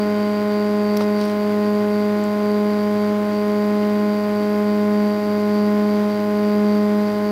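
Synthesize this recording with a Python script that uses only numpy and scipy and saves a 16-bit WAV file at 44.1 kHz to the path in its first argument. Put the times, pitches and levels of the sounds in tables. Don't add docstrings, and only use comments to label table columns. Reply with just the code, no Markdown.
import sys
import numpy as np
from scipy.fft import rfft, irfft, next_fast_len
from scipy.io import wavfile
from scipy.ndimage import uniform_filter1d, map_coordinates

SR = 44100
rng = np.random.default_rng(int(sys.argv[2]) if len(sys.argv) > 2 else 0)


def transcribe(signal):
    frames = np.atleast_2d(signal).T
    limited = np.clip(frames, -1, 1)
    pcm = np.round(limited * 32767).astype(np.int16)
    wavfile.write(sys.argv[1], SR, pcm)


N = 322371

STEP_HZ, FAN_HZ, BUZZ_HZ, TOP_HZ = 208.01, 105.78, 48.01, 15730

# t/s, relative level/dB
ROD_DRAG = [(0, 1), (1.5, -0.5), (7.31, -0.94)]
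# t/s, relative level of the coil sizzle/dB, level of the whistling hiss/dB
TREBLE_LEVELS = [(0, -64, -65), (.35, -72, -67), (.8, -70, -67), (1.1, -61, -70), (2.6, -62, -78),
                 (3.2, -64, -68), (3.9, -63, -65), (5.5, -63, -63.5), (7.31, -64, -63.5)]


def stepper():
    # multiple of the step rate, relative level/dB
    step_orders = [(3, -9.5), (4, -18.5), (5, -17), (6, -27.5), (7, -25.5), (8, -32.5), (9, -30.5),
                   (10, -30), (11, -35.5), (12, -36), (13, -42), (14, -42), (15, -40.5), (16, -54),
                   (17, -54)]
    # multiple of the step rate, relative level/dB
    coil_orders = [(1 / 4, -63), (3 / 4, -58), (5 / 4, -55), (3 / 2, -43), (5 / 2, -57), (15 / 2, -63),
                   (21 / 2, -62)]
    # base level/dB, start t/s, attack/s, hold/s, release/s
    first_swell = (-21.5, .325, .44, .425, .11)
    second_swell = (-26.4, .35, .17, .58, .23)
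    # t/s, first order/dB, second order/dB
    swell_depths = [(0, .8, 2.2), (.8, 1.7, 3.6), (1.7, 2.1, 4.6), (2.25, .4, 4.1), (2.53, 4.6, 6),
                    (2.75, .8, 1.9), (3.4, 1.4, 4.3), (3.95, 3.6, 2.3), (4.3, 1.6, 3), (4.9, 4.5, 2.3),
                    (6.05, 4.5, 3.1), (6.6, 6, 4.5), (7.31, 4.8, 1.4)]
    steps = STEP_HZ * clock() + 0.0015 * wobble(3.2)
    first_db, second_db = curves(swell_depths)
    drag_db, = curves(ROD_DRAG)
    lag = 0.08
    whine = pulley_load(first_swell, first_db) * tone(steps)
    whine += pulley_load(second_swell, second_db) * tone(2 * steps - lag)
    for order, db in step_orders:
        flutter_db = min(0.11 * order, 2.0) * unit(wobble(25) + 0.91 * wobble(2.96))
        phase = rng.random() * (order > 3)
        rough_db = (drag_db + 0.16) * (order > 5)
        whine += amp(db - 18.5 + flutter_db + rough_db) * tone(order * steps - lag + phase)
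    uneven_db = -3.5 + .65 * clock()
    for order, db in coil_orders:
        whine += amp(db + uneven_db + 0.89 * wobble(3.7)) * tone(order * steps + rng.random())
    return whine


def pulley_load(shape, depth_db):
    level_db, start_s, attack, hold, release = shape
    turn_s, slack_share = 0.97, .3
    since = (clock() - start_s) % turn_s
    swell = np.interp(since, np.cumsum([0, attack, hold, release]), [0, 1, 1, 0])
    swell = uniform_filter1d(swell, SR // 20)
    return amp(level_db + depth_db * (swell - slack_share) + .3 * wobble(7))


def bearings():
    # f/Hz, density/(dB per Hz)
    rolling_spectrum = [(140, -95), (195, -61.5), (255, -66), (300, -55.5), (350, -62.5), (395, -62),
                        (520, -70.5), (1150, -72), (1400, -74), (2180, -78.5), (2650, -82), (4150, -81.5),
                        (6600, -94), (11000, -110)]
    # f/Hz, width/Hz, gain/dB
    frame_modes = [(656, 13, 3), (737, 15, -3), (1520, 58, -0.5), (1856, 120, -4), (2145, 150, -0.5),
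                   (4040, 160, -15)]
    drag_db, = curves(ROD_DRAG)
    shake = gate(STEP_HZ * clock(), sharpness=0.045)
    rolling = noise(rolling_spectrum) * shake
    rolling *= amp(.4 * drag_db + 0.52 * wobble(30) + 0.41 * wobble(4.12))
    return rolling + resonate(rolling, frame_modes)


def fan():
    # f/Hz, width/Hz, gain/dB (evened out below)
    housing_modes = [(4583, 140, 13), (4767, 190, 0)]
    # f/Hz, width/Hz, relative gain/dB
    rim_modes = [(4960, 110, 0), (5190, 100, -4), (5700, 360, -4)]
    turns = FAN_HZ * clock() + .02 * wobble(1.5) + .002 * wobble(25)
    chirr_db = chirr_level()
    rub = unit(pulses(turns, scatter_db=1.2)) + .35 * rng.standard_normal(N)
    lower, upper = [unit(resonate(resonate(rub, [mode]), [mode])) for mode in housing_modes]
    swell = unit(chirr_db - uniform_filter1d(chirr_db, SR // 2))
    rising = unit(uniform_filter1d(np.gradient(chirr_db), SR // 10))
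    balance = np.tanh(.6 * swell + .3 * rising)
    chirr = (1 + .6 * balance) * lower - (1 - .25 * balance) * upper
    rim = resonate(resonate(rub, rim_modes), [(5000, 1200, 0)])
    rim *= amp(1.5 * swell + .7 * wobble(5))
    rim_db = -62 + .8 * clock()
    switching = pulses(4 * turns, scatter_db=2)
    sizzle = resonate(switching, [(11840, 640, 15), (10800, 500, 11)])
    sizzle = resonate(sizzle, [(11300, 2700, 0)])
    sizzle_db, _ = curves(TREBLE_LEVELS)
    return amp(chirr_db) * unit(chirr) + amp(rim_db) * unit(rim) + amp(sizzle_db + 1.5) * unit(sizzle)


def chirr_level():
    # t/s, f/Hz
    swell_rates = [(0, 3.3), (1.1, 3.38), (1.3, 3.82), (2.1, 3.83), (3.1, 3.63), (4, 3.5), (5.5, 3.49),
                   (7.31, 3.38)]
    # t/s, level/dB
    crest_levels = [(0, -45), (.3, -43.9), (.95, -44.2), (1.5, -46.7), (2.3, -47.8), (3.02, -46.4),
                    (3.2, -52), (3.36, -46.5), (3.9, -48), (4.4, -46.5), (4.88, -48.5), (5.1, -45.8),
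                    (5.35, -45.6), (5.8, -47.2), (6.35, -47.5), (6.75, -45.6), (6.95, -49.3), (7.15, -46.2)]
    swell_hz, = curves(swell_rates)
    crest_db, = curves(crest_levels)
    dip_db, flutter_db, brevity = 3.0, .7, 1.7
    cycles = np.cumsum(swell_hz) / SR
    dip = np.exp(-brevity * (1 + np.cos(2 * np.pi * cycles)))
    return crest_db - dip_db * dip + flutter_db * wobble(16)


def ticks():
    # t/s, relative click level/dB, relative knock level/dB, bright band f/Hz, width/Hz
    contacts = [(.9692, -28, -50, 5200, 3000), (.9722, -22.5, -43, 6000, 7000),
                (1.008, -32, -12, 5500, 5000), (1.2545, -38, -76, 9400, 1000),
                (2.2395, -35, -70, 7700, 1100), (3.834, -34, -70, 2950, 120)]
    # f/Hz, width/Hz, relative gain/dB
    part_modes = [(2420, 830, 11), (3900, 1200, 2), (5300, 630, 4), (7700, 1300, -10), (9600, 1000, -5),
                  (11300, 1100, 7), (13500, 1600, 4)]
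    # f/Hz, relative level/dB, t60/s
    bed_modes = [(563, 2.5, 0.034), (683, -20, 0.028), (790, -3, 0.032), (866, 1, 0.037),
                 (1010, 1.5, 0.022), (1255, 4, 0.015), (2170, -9, .03)]
    out, t = np.zeros(N), np.arange(SR // 5) / SR
    decay = amp(-60 * t / 0.0058) + 0.058 * amp(-60 * t / 0.088)
    for s, click_db, knock_db, bright_hz, width_hz in contacts:
        blow = np.zeros(N)
        blow[:len(t)] = rng.standard_normal(len(t)) * decay
        click = resonate(resonate(blow, part_modes), [(bright_hz, width_hz, 0)])[:len(t)]
        click *= 7 / np.linalg.norm(click)
        knock = sum(amp(db - 60 * t / t60) * np.sin(2 * np.pi * (hz * t + rng.random()))
                    for hz, db, t60 in bed_modes)
        knock *= 0.35 * (1 - np.exp(-t / 0.00061))
        out[round(s * SR):][:len(t)] += amp(click_db) * click + amp(knock_db) * knock
    return out


def scuffs():
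    # centre t/s, half-length/s, level/dB
    strokes = [(1.02, 0.029, -41), (1.21, .025, -44.5), (1.248, .03, -44), (1.3, 0.025, -43)]
    # f/Hz, relative density/dB
    friction_spectrum = [(1000, -25), (3000, 2), (4300, 6), (5600, 2), (7000, -14), (9300, -7),
                         (11000, -21), (15000, -19)]
    envelope = sum(amp(db) * np.exp(-((clock() - s) / half_s) ** 2) for s, half_s, db in strokes)
    grains = noise(friction_spectrum) * amp(3 * wobble(300))
    return envelope * unit(grains)


def background():
    # f/Hz, level/dB
    hum_lines = [(59.5, -61.5), (105.9, -45.5), (120, -57), (317.5, -53), (952.4, -66), (1322, -83)]
    # f/Hz, density/(dB per Hz)
    hiss_spectrum = [(5000, -125), (10000, -103), (12800, -90), (13300, -96), (13900, -91), (14400, -101),
                     (15700, -99)]
    # f/Hz, relative density/dB
    whistle_spectrum = [(13250, -30), (13440, -3), (13650, -22), (13880, 0), (14100, 0), (14350, -25)]
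    # f/Hz, density/(dB per Hz)
    air_spectrum = [(20, -92), (54, -75), (85, -97), (112, -65.5), (135, -76), (1000, -83), (7500, -93),
                    (9500, -95.5), (15500, -96.5)]
    hum = sum(amp(db + wobble(3.13)) * tone(hz * clock() + 0.063 * wobble(4.1) + rng.random())
              for hz, db in hum_lines)
    _, whistle_db = curves(TREBLE_LEVELS)
    hiss = noise(hiss_spectrum) + amp(whistle_db) * unit(noise(whistle_spectrum))
    return noise(air_spectrum) + hum + hiss * gate(BUZZ_HZ * clock(), sharpness=.4)


def amp(db):
    return 10 ** (np.asarray(db) / 20)


def unit(x):
    return x / np.sqrt(np.mean(x ** 2) + 1e-20)


def clock():
    return np.arange(N) / SR


def curves(rows):
    times, *columns = np.transpose(rows)
    return [np.interp(clock(), times, column) for column in columns]


def wobble(rate):
    return map_coordinates(rng.standard_normal(int(N * rate / SR) + 4), [clock() * rate])


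def filtered(x, response):
    size = next_fast_len(N + SR // 2)
    return irfft(rfft(x, size) * response(np.fft.rfftfreq(size, 1 / SR)), size)[:N]


def noise(spectrum):
    hz, db = np.transpose(spectrum)
    white = rng.standard_normal(N) * np.sqrt(SR / 2)
    return filtered(white, lambda f: amp(np.interp(np.log(f + 1), np.log(hz), db)))


def resonate(x, modes):
    return filtered(x, lambda f: sum(amp(db) * 1j * f * width / (hz * hz - f * f + 1j * f * width)
                                     for hz, width, db in modes))


def tone(cycles):
    return np.sqrt(2) * np.cos(2 * np.pi * cycles)


def gate(cycles, sharpness):
    return unit(np.exp(sharpness * np.cos(2 * np.pi * cycles)))


def pulses(cycles, scatter_db):
    at = np.interp(np.arange(np.ceil(cycles[0]), cycles[-1]), cycles, np.arange(N))
    index = at.astype(int)[:, None] + np.arange(-7, 9)
    offset = index - at[:, None]
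    shape = np.sinc(offset) * np.cos(np.pi * offset / 16) ** 2
    sizes = amp(scatter_db * rng.standard_normal((len(at), 1)))
    return np.bincount(np.clip(index, 0, N - 1).ravel(), (shape * sizes).ravel(), N)


def scene():
    return (stepper() + bearings() + fan() + background() + ticks() + scuffs())[None]


def record(dry):
    return filtered(dry[0], lambda hz: hz < TOP_HZ)[None]


dry = scene()
out = record(dry)
transcribe(out)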